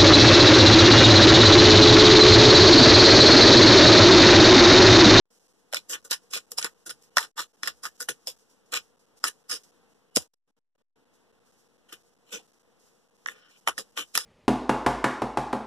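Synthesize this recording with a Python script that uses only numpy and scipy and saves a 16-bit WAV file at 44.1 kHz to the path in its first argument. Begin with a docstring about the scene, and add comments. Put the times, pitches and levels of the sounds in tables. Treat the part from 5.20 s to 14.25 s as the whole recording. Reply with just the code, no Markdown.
"""Scissors chew through a cardboard tube, close to a microphone pair in a quiet room.
Fibres tear in dense crackle and give way in snaps; both ring the modes of the tube.
Hands rustle between cuts over faint room air. The recorder widens the stereo by
cross-feeding, and the sound drops out now and then."""
import sys
import numpy as np
from scipy import signal
from scipy.fft import rfft, irfft
from scipy.io import wavfile
from scipy.ndimage import uniform_filter1d

SR = 44100
rng = np.random.default_rng(int(sys.argv[2]) if len(sys.argv) > 2 else 0)


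def wav_out(sig):
    """Save sig, one row per channel (or a flat mono array), as 16-bit PCM at SR to the path in sys.argv[1]."""
    wavfile.write(sys.argv[1], SR, np.round(np.clip(np.atleast_2d(sig).T, -1, 1) * 32767).astype(np.int16))


N = 399105
TIME_S = np.arange(N) / SR
FREQ_HZ = np.fft.rfftfreq(N, 1 / SR)

# Blade squeezes. Each row: bite in seconds, length in ms, tearing at bite and at end in dB,
# body, wall and fibre in dB re tearing, wall focus in Hz, tearing focus in Hz.
SQUEEZES = [(0.530, 43.3, -31, -34.5, -14, -14, -1.5, 1050, 4000),
            (0.697, 41, -37.5, -37, -8.5, -6.5, 5.5, 1420, 5250),
            (0.731, 23, -33, -37, -11.5, -0.5, -4, 1488, 3320),
            (0.851, 8, -51, -57.5, 5.5, 3.5, 13, 1230, 5430),
            (0.909, 24, -27.5, -27, -26, -5, 0, 1380, 4300),
            (1.109, 21, -49, -56, -8, -12, 4.5, 1440, 4750),
            (1.132, 42.7, -30, -34, -11, -7, 1.5, 1480, 4350),
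            (1.318, 2, -37.5, -46.5, -1.5, -12, 8.5, 1370, 5400),
            (1.382, 6, -23.5, -30, -12.5, -8.5, 2, 1090, 5100),
            (1.412, 20, -46.5, -40.5, -10, 2, 4, 1450, 4610),
            (1.446, 24, -32, -42.5, -8, 1, -1, 1350, 4620),
            (1.664, 9, -44.5, -41.5, -4.5, -5, 6, 1430, 5180),
            (1.697, 10, -40, -40.5, -10, -5, 3, 1510, 4841),
            (1.971, 20, -25.5, -33.5, -24, 3.5, -1.5, 1080, 4430),
            (2.005, 36, -37.5, -40.5, -14, 3, 1.5, 1280, 4350),
            (2.170, 22, -47.5, -27.5, -10, 4, -2, 1200, 4200),
            (2.200, 32, -37, -44, -17, -8.5, 0.5, 1210, 3950),
            (2.430, 34, -40, -37.5, -11.5, -3, -6, 1660, 4500),
            (2.474, 26, -29.5, -42, -11.5, -0.5, -3.5, 1740, 4350),
            (2.634, 30, -40.5, -38.5, -10, 2, 3, 1270, 4880),
            (2.804, 20.7, -38.5, -42, -8, -4.5, 6.5, 1500, 5260),
            (2.890, 34, -30.5, -52, -2.5, -2.5, 2, 1620, 3530),
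            (3.072, 40, -34.5, -49, -8.5, -12.5, 3.5, 850, 5140),
            (3.522, 14, -40.5, -32.5, -10.5, -4.5, 1.5, 1230, 4050),
            (3.538, 33, -28.5, -30.5, -14, -4, -1.5, 1250, 3900),
            (4.042, 11, -32.5, -34, -8, 3, 3.5, 1250, 4890),
            (4.065, 17, -31.5, -35.5, -12.5, -1.5, 4, 1450, 4050),
            (4.296, 22, -35, -30.5, -18, -3.5, 0.5, 1400, 5280),
            (4.322, 42, -31.5, -39, -14, -11, 0, 1370, 5360),
            (4.955, 7.6, -43, -21, -18.5, -6, 5.5, 620, 4800),
            (4.990, 38, -51, -54.5, -5, -3.5, 5.5, 610, 4800),
            (6.690, 27, -59, -63, -7, 1.5, 0, 1400, 3200), (6.726, 2, -41.5, -40, -8, -3, 1.5, 1420, 3240),
            (7.064, 52, -72.5, -57, -5, -8, -3.5, 1208, 3430),
            (7.122, 46.7, -37, -42.5, -2, -7.5, -1.5, 1410, 3550),
            (7.190, 37, -55.5, -71, 4.5, -3, -8.5, 759, 3490),
            (8.072, 47.4, -48, -51, -4, 0.5, 1.5, 1600, 3300),
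            (8.140, 160, -62, -67, -3, 3.5, -22, 1600, 3180),
            (8.310, 63, -61.5, -64.5, -16, -9.5, -25, 1340, 2820),
            (8.476, 30.3, -26, -45, -6, 3.5, 0.5, 1210, 3300),
            (8.581, 31.7, -31, -47.5, -5.5, -10, -0.5, 1380, 4900),
            (8.768, 14.3, -38, -27.5, -13, -3, -2.5, 1280, 2970),
            (8.790, 32, -30.5, -39, -13, -10.5, -2.5, 1250, 3120),
            (8.948, 34, -29, -34.5, -12, -6.5, 2, 1250, 4000),
            (8.985, 62, -33, -50.5, -21.5, -9, 0.5, 1260, 4900)]
# The card gives way. Each row: start in seconds, tearing peak in dB,
# body, wall and fibre in dB re tearing, wall focus in Hz, tearing focus in Hz.
CARD_SNAPS = [(0.5267, -26.5, -30, -3, 2.5, 571, 3500), (0.5336, -19, -35, -3, -7, 620, 3300),
              (0.5446, -13, -28, -3.5, -0.5, 1380, 5520), (0.5577, -21.5, -36, -7.5, -9, 650, 4060),
              (0.5676, -19.5, -37, -7.5, -1, 1560, 3560), (0.7324, -23, -40, -16, -23, 1550, 3210),
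              (0.9103, -17, -12, -19, 7.5, 1438, 6040), (0.9278, -19, -69, -28, -3.5, 1340, 5200),
              (1.1347, -17.5, -27, -14, -4, 1470, 3980), (1.1644, -26.5, -7, -22, -18, 552, 5040),
              (1.318, -33, -23.5, -6.5, 13, 1470, 5460), (1.3842, -15, -37.5, -9.5, -1, 870, 5510),
              (1.4263, -18, -21.5, -20, -10.5, 1560, 4150), (1.4444, -14.5, -13, -5.5, 1.5, 930, 5150),
              (1.694, -26, -15.5, -7.5, -17, 1710, 5680), (1.9692, -6.5, -17, 2, -9, 930, 3990),
              (1.9819, -9, -43.5, 1, -1.5, 1580, 5130), (2.027, -29, -29, -25, 2, 1600, 3170),
              (2.1912, -35, -43, -0.5, 2, 1247, 5290), (2.4321, -17, -21, -0.5, -6.5, 1550, 4050),
              (2.4737, -19, -23, 2.5, 3, 1784, 5080), (2.6531, -25.5, -13, 3.5, -5, 1100, 5600),
              (2.8176, -23, -19, -23, 1, 1517, 5240), (2.887, -19, -21, 0, 3.5, 1650, 3110),
              (3.0715, -18, -27, -17, -2.5, 628, 5400), (3.5345, -28.5, -29, 7, -17, 1170, 3170),
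              (3.5475, -33, -33, 8.5, -15, 1310, 3183), (4.04, -11.5, -28, 0, 0.5, 1270, 5230),
              (4.07, -27, -21.5, -5, -18.5, 1367, 3640), (4.312, -21, -35.5, -19.5, -14.5, 1090, 5560),
              (4.9683, -11, 0.5, -4, -7, 558.6, 5610), (6.7236, -40, -33, 3, -15, 1380, 3000),
              (7.1229, -35.5, -30, -3.5, -8, 1486, 2930), (8.0598, -25.5, -15, 7, -20.5, 1804, 2990),
              (8.0852, -33, -32.5, 13, -23, 1730, 3360), (8.4741, -14, -32, 5.5, -11, 1150, 2760),
              (8.4836, -15.5, -13, 0.7, 0, 740, 3250), (8.579, -26, -33, 5.5, -16, 1630, 5100),
              (8.7743, -19.5, -45, -1, -12, 1430, 2800), (8.952, -15.5, -21.5, -2.5, 6.5, 1250, 2700),
              (8.9754, -7.5, -29, -6, 5.5, 1030, 5420)]
# Tube and blade modes in four groups: hollow body, wall, tearing, fine fibre.
# Each row: frequency in Hz, width in Hz, level in dB.
MODE_GROUPS = [
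    [(69.5, 11, -24), (140, 32, -21), (227, 96, -12.5), (306, 130, -6.5), (464.4, 120, -4)],
    [(612, 110, -6.5), (751.5, 170, -5.5), (937, 180, -5), (1254, 240, 0.5), (1435, 230, 0.5),
     (1738, 230, 1.5)],
    [(2476, 350, 4), (3022, 380, 2), (3510, 270, -4), (4057, 800, -0.5), (4870, 800, -2.5), (5204, 700, 1)],
    [(6120, 770, -3), (7200, 930, -1), (10140, 2400, -1), (11980, 2400, -2), (13800, 3900, -7.5)],
]


def undb(db):
    return 10 ** (np.asarray(db) / 20)


def walk(rate_hz):
    """Smoothed random steps, spread near 1."""
    hold = int(SR / rate_hz)
    steps = np.repeat(rng.standard_normal(N // hold + 1), hold)
    return 1.3 * uniform_filter1d(uniform_filter1d(steps, hold), hold)[:N]


def crackle(scatter_db, grain_s):
    """Uneven grain gains, rms 1."""
    hold = max(int(grain_s * SR), 1)
    grain_db = scatter_db * np.minimum(rng.exponential(size=N // hold + 1), 3)
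    gain = np.repeat(undb(grain_db), hold)[:N]
    return gain / np.sqrt(np.mean(gain ** 2))


def swell(start_s, end_s, start_db, end_db, rise_db_per_s, fall_db_per_s):
    """Gain that climbs to start_db, slides to end_db and falls away."""
    knots_s = [start_s - 60 / rise_db_per_s, start_s, end_s, end_s + 60 / fall_db_per_s]
    knots_db = [start_db - 60, start_db, end_db, end_db - 59.5]
    return undb(np.interp(TIME_S, knots_s, knots_db, left=-200, right=-200))


def capsules(spectra, diffuse):
    """Two unrelated spectra to stereo; treble reaches the right capsule round the housing."""
    # Right capsule re left. Each row: frequency in Hz, coherence 0-1, gain in dB, lag in radians.
    response = [(40, 0.94, -2.17, -2), (125, 0.87, -2.7, 0), (250, 0.9, -3, 0.15), (690, 0.7, -9.5, 0.23),
                (1693, 0.1, -4, -6.5), (2950, 1, 2.5, 2.03), (3933, 0.6, -0.7, 1.5), (5000, 0.02, 3, -0.3),
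                (14600, 0, -0.9, 37)]
    hz, *columns = np.transpose(response)
    coherence, db, lag_rad = (np.interp(FREQ_HZ, hz, column) for column in columns)
    coherence = np.clip(coherence, 0, 1) / (1 + diffuse * (FREQ_HZ / 1450) ** 2)
    left, unrelated = spectra
    right = coherence * np.exp(-1j * lag_rad) * left + np.sqrt(1 - coherence ** 2) * unrelated
    return irfft(np.array([left, undb(db) * right]), N)


def hiss(colour):
    """Diffuse coloured noise at both capsules, rms 1."""
    hz, db = np.transpose(colour)
    gain = undb(np.interp(np.log(FREQ_HZ + 1), np.log(hz), db))
    noise = capsules(rfft(rng.standard_normal((2, N))) * gain, diffuse=True)
    return noise / np.std(noise)


def room_air():
    """Low murmur of air, wavering slightly."""
    # Air spectrum. Each row: frequency in Hz, relative density in dB.
    colour = [(40, -9), (110, -2), (220, 2.5), (400, -4), (470, 4.5), (560, -6.5), (1100, -9),
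              (2200, -17.5), (5000, -24), (9000, -26.5), (14000, -27.5)]
    return hiss(colour) * undb(-66.5 + .9 * walk(rate_hz=5.9))


def flicker(per_s, length_s, depth_db):
    """Gain with brief dips at random moments."""
    hits = (rng.random(N) < per_s / SR).astype(float)
    dips = signal.fftconvolve(hits, np.hanning(int(length_s * SR)), "same")
    return undb(depth_db * np.minimum(dips, 1))


def room(direct, t60_s, tail_db):
    """Adds a short, thin diffuse tail, separate for each capsule."""
    t = np.arange(int(.3 * SR)) / SR
    tail = rng.standard_normal((2, len(t))) * np.exp(-np.log(1000) * t / t60_s) * (t > .003)
    tail = signal.lfilter(*signal.butter(2, 800., "high", fs=SR), tail)
    tail /= np.sqrt(np.sum(tail ** 2, axis=1, keepdims=True))
    return direct + undb(tail_db) * signal.fftconvolve(direct, tail, axes=1)[:, :N]


def rustle():
    """Fingers and blades slide on the card; the grip shifts after every squeeze."""
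    # Slides. Each row: peak time in seconds, level in dB, fade in dB per second.
    slides = [(0.108, -64.5, 30), (1.826, -52, 330), (2.344, -67.5, 72.5), (2.755, -60, 100),
              (3.300, -66.5, 120), (3.462, -66, 249), (3.796, -66, 181.5), (3.974, -59.5, 182),
              (4.436, -57, 169), (4.700, -72, 90), (5.138, -57.5, 901), (5.940, -69.5, 200),
              (6.262, -69, 41), (7.055, -73, 59.5), (7.400, -77, 60), (7.600, -63.5, 66),
              (7.950, -70.5, 27), (8.850, -60.5, 37)]
    # Friction spectrum. Each row: frequency in Hz, relative density in dB.
    colour = [(1500, -8), (3500, -9), (5500, 0.27), (7000, -1), (9500, -3.5), (12500, -4.5), (15000, -5.5)]
    grip_db, grip_fall_db_per_s, rise_db_per_s, resting_db = -65, 58, 1201, -86.5
    grips = [(s + ms / 1000, grip_db, grip_fall_db_per_s) for s, ms, *_ in SQUEEZES]
    swells = [swell(s, s, db, db, rise_db_per_s, fall) for s, db, fall in slides + grips]
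    level = np.max(swells, axis=0) + undb(resting_db)
    return hiss(colour) * level * undb(2.2 * walk(rate_hz=41)) * crackle(0.92, grain_s=.0022)


def ring(drive, hz, width_hz):
    """One mode: a resonator applied twice, keeping the rms of white noise."""
    b, a = signal.iirpeak(hz, hz / width_hz, SR)
    return signal.lfilter(b, a, signal.lfilter(b, a, drive)) * np.sqrt(2 * SR / np.pi / width_hz)


def shares(modes, focus_hz, db_per_octave=-13.5):
    """Mode gains, total power 1; the piece under the blades favours modes near the focus."""
    hz, _, db = np.transpose(modes)[:, :, None]
    if focus_hz is not None:
        db = db + db_per_octave * abs(np.log2(hz / focus_hz))
    gain = undb(db)
    return gain / np.sqrt(np.sum(gain ** 2, axis=0))


def travel(mid_hz, octaves_per_s):
    """Focus in Hz, gliding as the blades travel through each squeeze."""
    bite_s, length_ms = np.transpose(SQUEEZES)[:2]
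    half_glide = 2 ** (octaves_per_s * length_ms / 2000)
    knots_s = np.ravel([bite_s, bite_s + length_ms / 1000], "F")
    knots_hz = np.ravel([mid_hz / half_glide, mid_hz * half_glide], "F")
    return np.interp(TIME_S, knots_s, knots_hz)


def dip_at_snaps(length_s, depth_db):
    """The tearing dips briefly at each snap, so the snap sounds crisp."""
    gain_db, size = np.zeros(N), int(length_s * SR)
    for start_s, *_ in CARD_SNAPS:
        end = int(start_s * SR) + size // 3
        gain_db[end - size:end] += depth_db * np.hanning(size)
    return undb(gain_db)


def tearing():
    """Dense fibre breaks ring the modes while the blades close."""
    power = np.zeros((4, N))
    for s, ms, bite_db, end_db, body_db, wall_db, fibre_db, *_ in SQUEEZES:
        envelope = swell(s, s + ms / 1000, bite_db, end_db, rise_db_per_s=2799.5, fall_db_per_s=800)
        power += np.outer(undb([body_db, wall_db, 0, fibre_db]), envelope) ** 2
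    breaks = rng.standard_normal((2, N)) * crackle(2.8, grain_s=.0012) * crackle(0.9, grain_s=.006)
    breaks *= dip_at_snaps(length_s=.012, depth_db=-7)
    *_, wall_hz, tear_hz = np.transpose(SQUEEZES)
    foci_hz = None, travel(wall_hz, octaves_per_s=1.2), travel(tear_hz, octaves_per_s=-1.4), None
    out = np.zeros((2, N))
    for force, modes, focus_hz in zip(np.sqrt(power), MODE_GROUPS, foci_hz):
        for (hz, width_hz, _), share in zip(modes, shares(modes, focus_hz)):
            out += ring(breaks * force * share * undb(2.2 * walk(rate_hz=17)), hz, width_hz)
    return out


def snaps():
    """The card gives way: rough jolts of a few ms leave the modes ringing."""
    start_s, peak_db, body_db, wall_db, fibre_db, wall_hz, tear_hz = np.transpose(CARD_SNAPS)
    size = SR // 16
    damping = 1.6  # a snap grips the card: wider, shorter modes
    jolt_ms = 0.7 * undb(0.17 * (peak_db[:, None] + 20.5))  # harder jolts last longer
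    age = np.arange(size) / SR * 1000 / jolt_ms
    noise = rng.standard_normal((len(start_s), 2, size)).transpose(1, 0, 2)
    jolts = noise * (1 - np.exp(-5.0 * age)) * np.exp(-.6 * age)
    groups_db, foci_hz = (body_db, wall_db, 0, fibre_db), (None, wall_hz, tear_hz, None)
    bursts = np.zeros_like(jolts)
    for group_db, modes, focus_hz in zip(groups_db, MODE_GROUPS, foci_hz):
        rung = np.zeros_like(jolts)
        for (hz, width_hz, _), share in zip(modes, shares(modes, focus_hz)):
            rung += share[:, None] * ring(jolts, hz, min(damping * width_hz, hz))
        bursts += rung / abs(rung).max(axis=2, keepdims=True) * undb(peak_db + group_db)[:, None]
    out = np.zeros((2, N + size))
    for k, start in enumerate((start_s * SR).astype(int)):
        out[:, start:start + size] += bursts[:, k]
    return out[:, :N]


def scene():
    """Cutting in the room, over flickering rustle and air."""
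    tube = capsules(rfft(tearing() + snaps()), diffuse=False)
    background = rustle() + room_air()
    cutting = room(tube, t60_s=0.08, tail_db=-15)
    return cutting + background * flicker(per_s=9.5, length_s=0.009, depth_db=-19)


def record(dry):
    """Treble roll-off, cross-feed, dropouts, soft clipping, steep low-pass."""
    # The sound sinks. Each row: start in seconds, end in seconds, gain in dB.
    dips = [(0.057, 0.104, -21), (2.092, 2.158, -8), (2.27, 2.335, -7.5), (5.066, 5.758, -9)]
    # The sound drops out. Each row: start in seconds, end in seconds.
    mutes = [(-.1, .056), (2.115, 2.158), (5.078, 5.136), (5.144, 5.268), (5.31, 5.366), (5.391, 5.551),
             (5.561, 5.58), (5.622, 5.758)]
    mic_hz, top_hz = 13800, 14250
    cross_gain, cross_delay_s, cross_hz = 0.82, 0.0004338, 5170
    mute_db, ceiling, dc_offset = -54, .95, -.00008
    sides = rfft(dry) / (1 + (FREQ_HZ / mic_hz) ** 6)
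    # each side gets the other late, dulled and inverted
    cross = cross_gain * np.exp(-2j * np.pi * FREQ_HZ * cross_delay_s) / (1 + (FREQ_HZ / cross_hz) ** 4)
    wide = irfft(sides - cross * sides[::-1], N)
    gain = np.ones(N)
    for start_s, end_s, db in dips + [(*span, mute_db) for span in mutes]:
        gain[(TIME_S >= start_s) & (TIME_S < end_s)] = undb(db)
    wide *= uniform_filter1d(gain, size=130)
    rounded = ceiling * np.tanh(wide / ceiling) + dc_offset  # soft clipping rounds the loudest snaps
    return signal.sosfilt(signal.ellip(8, .2, 80, top_hz, fs=SR, output="sos"), rounded)


dry = scene()
out = record(dry)
wav_out(out)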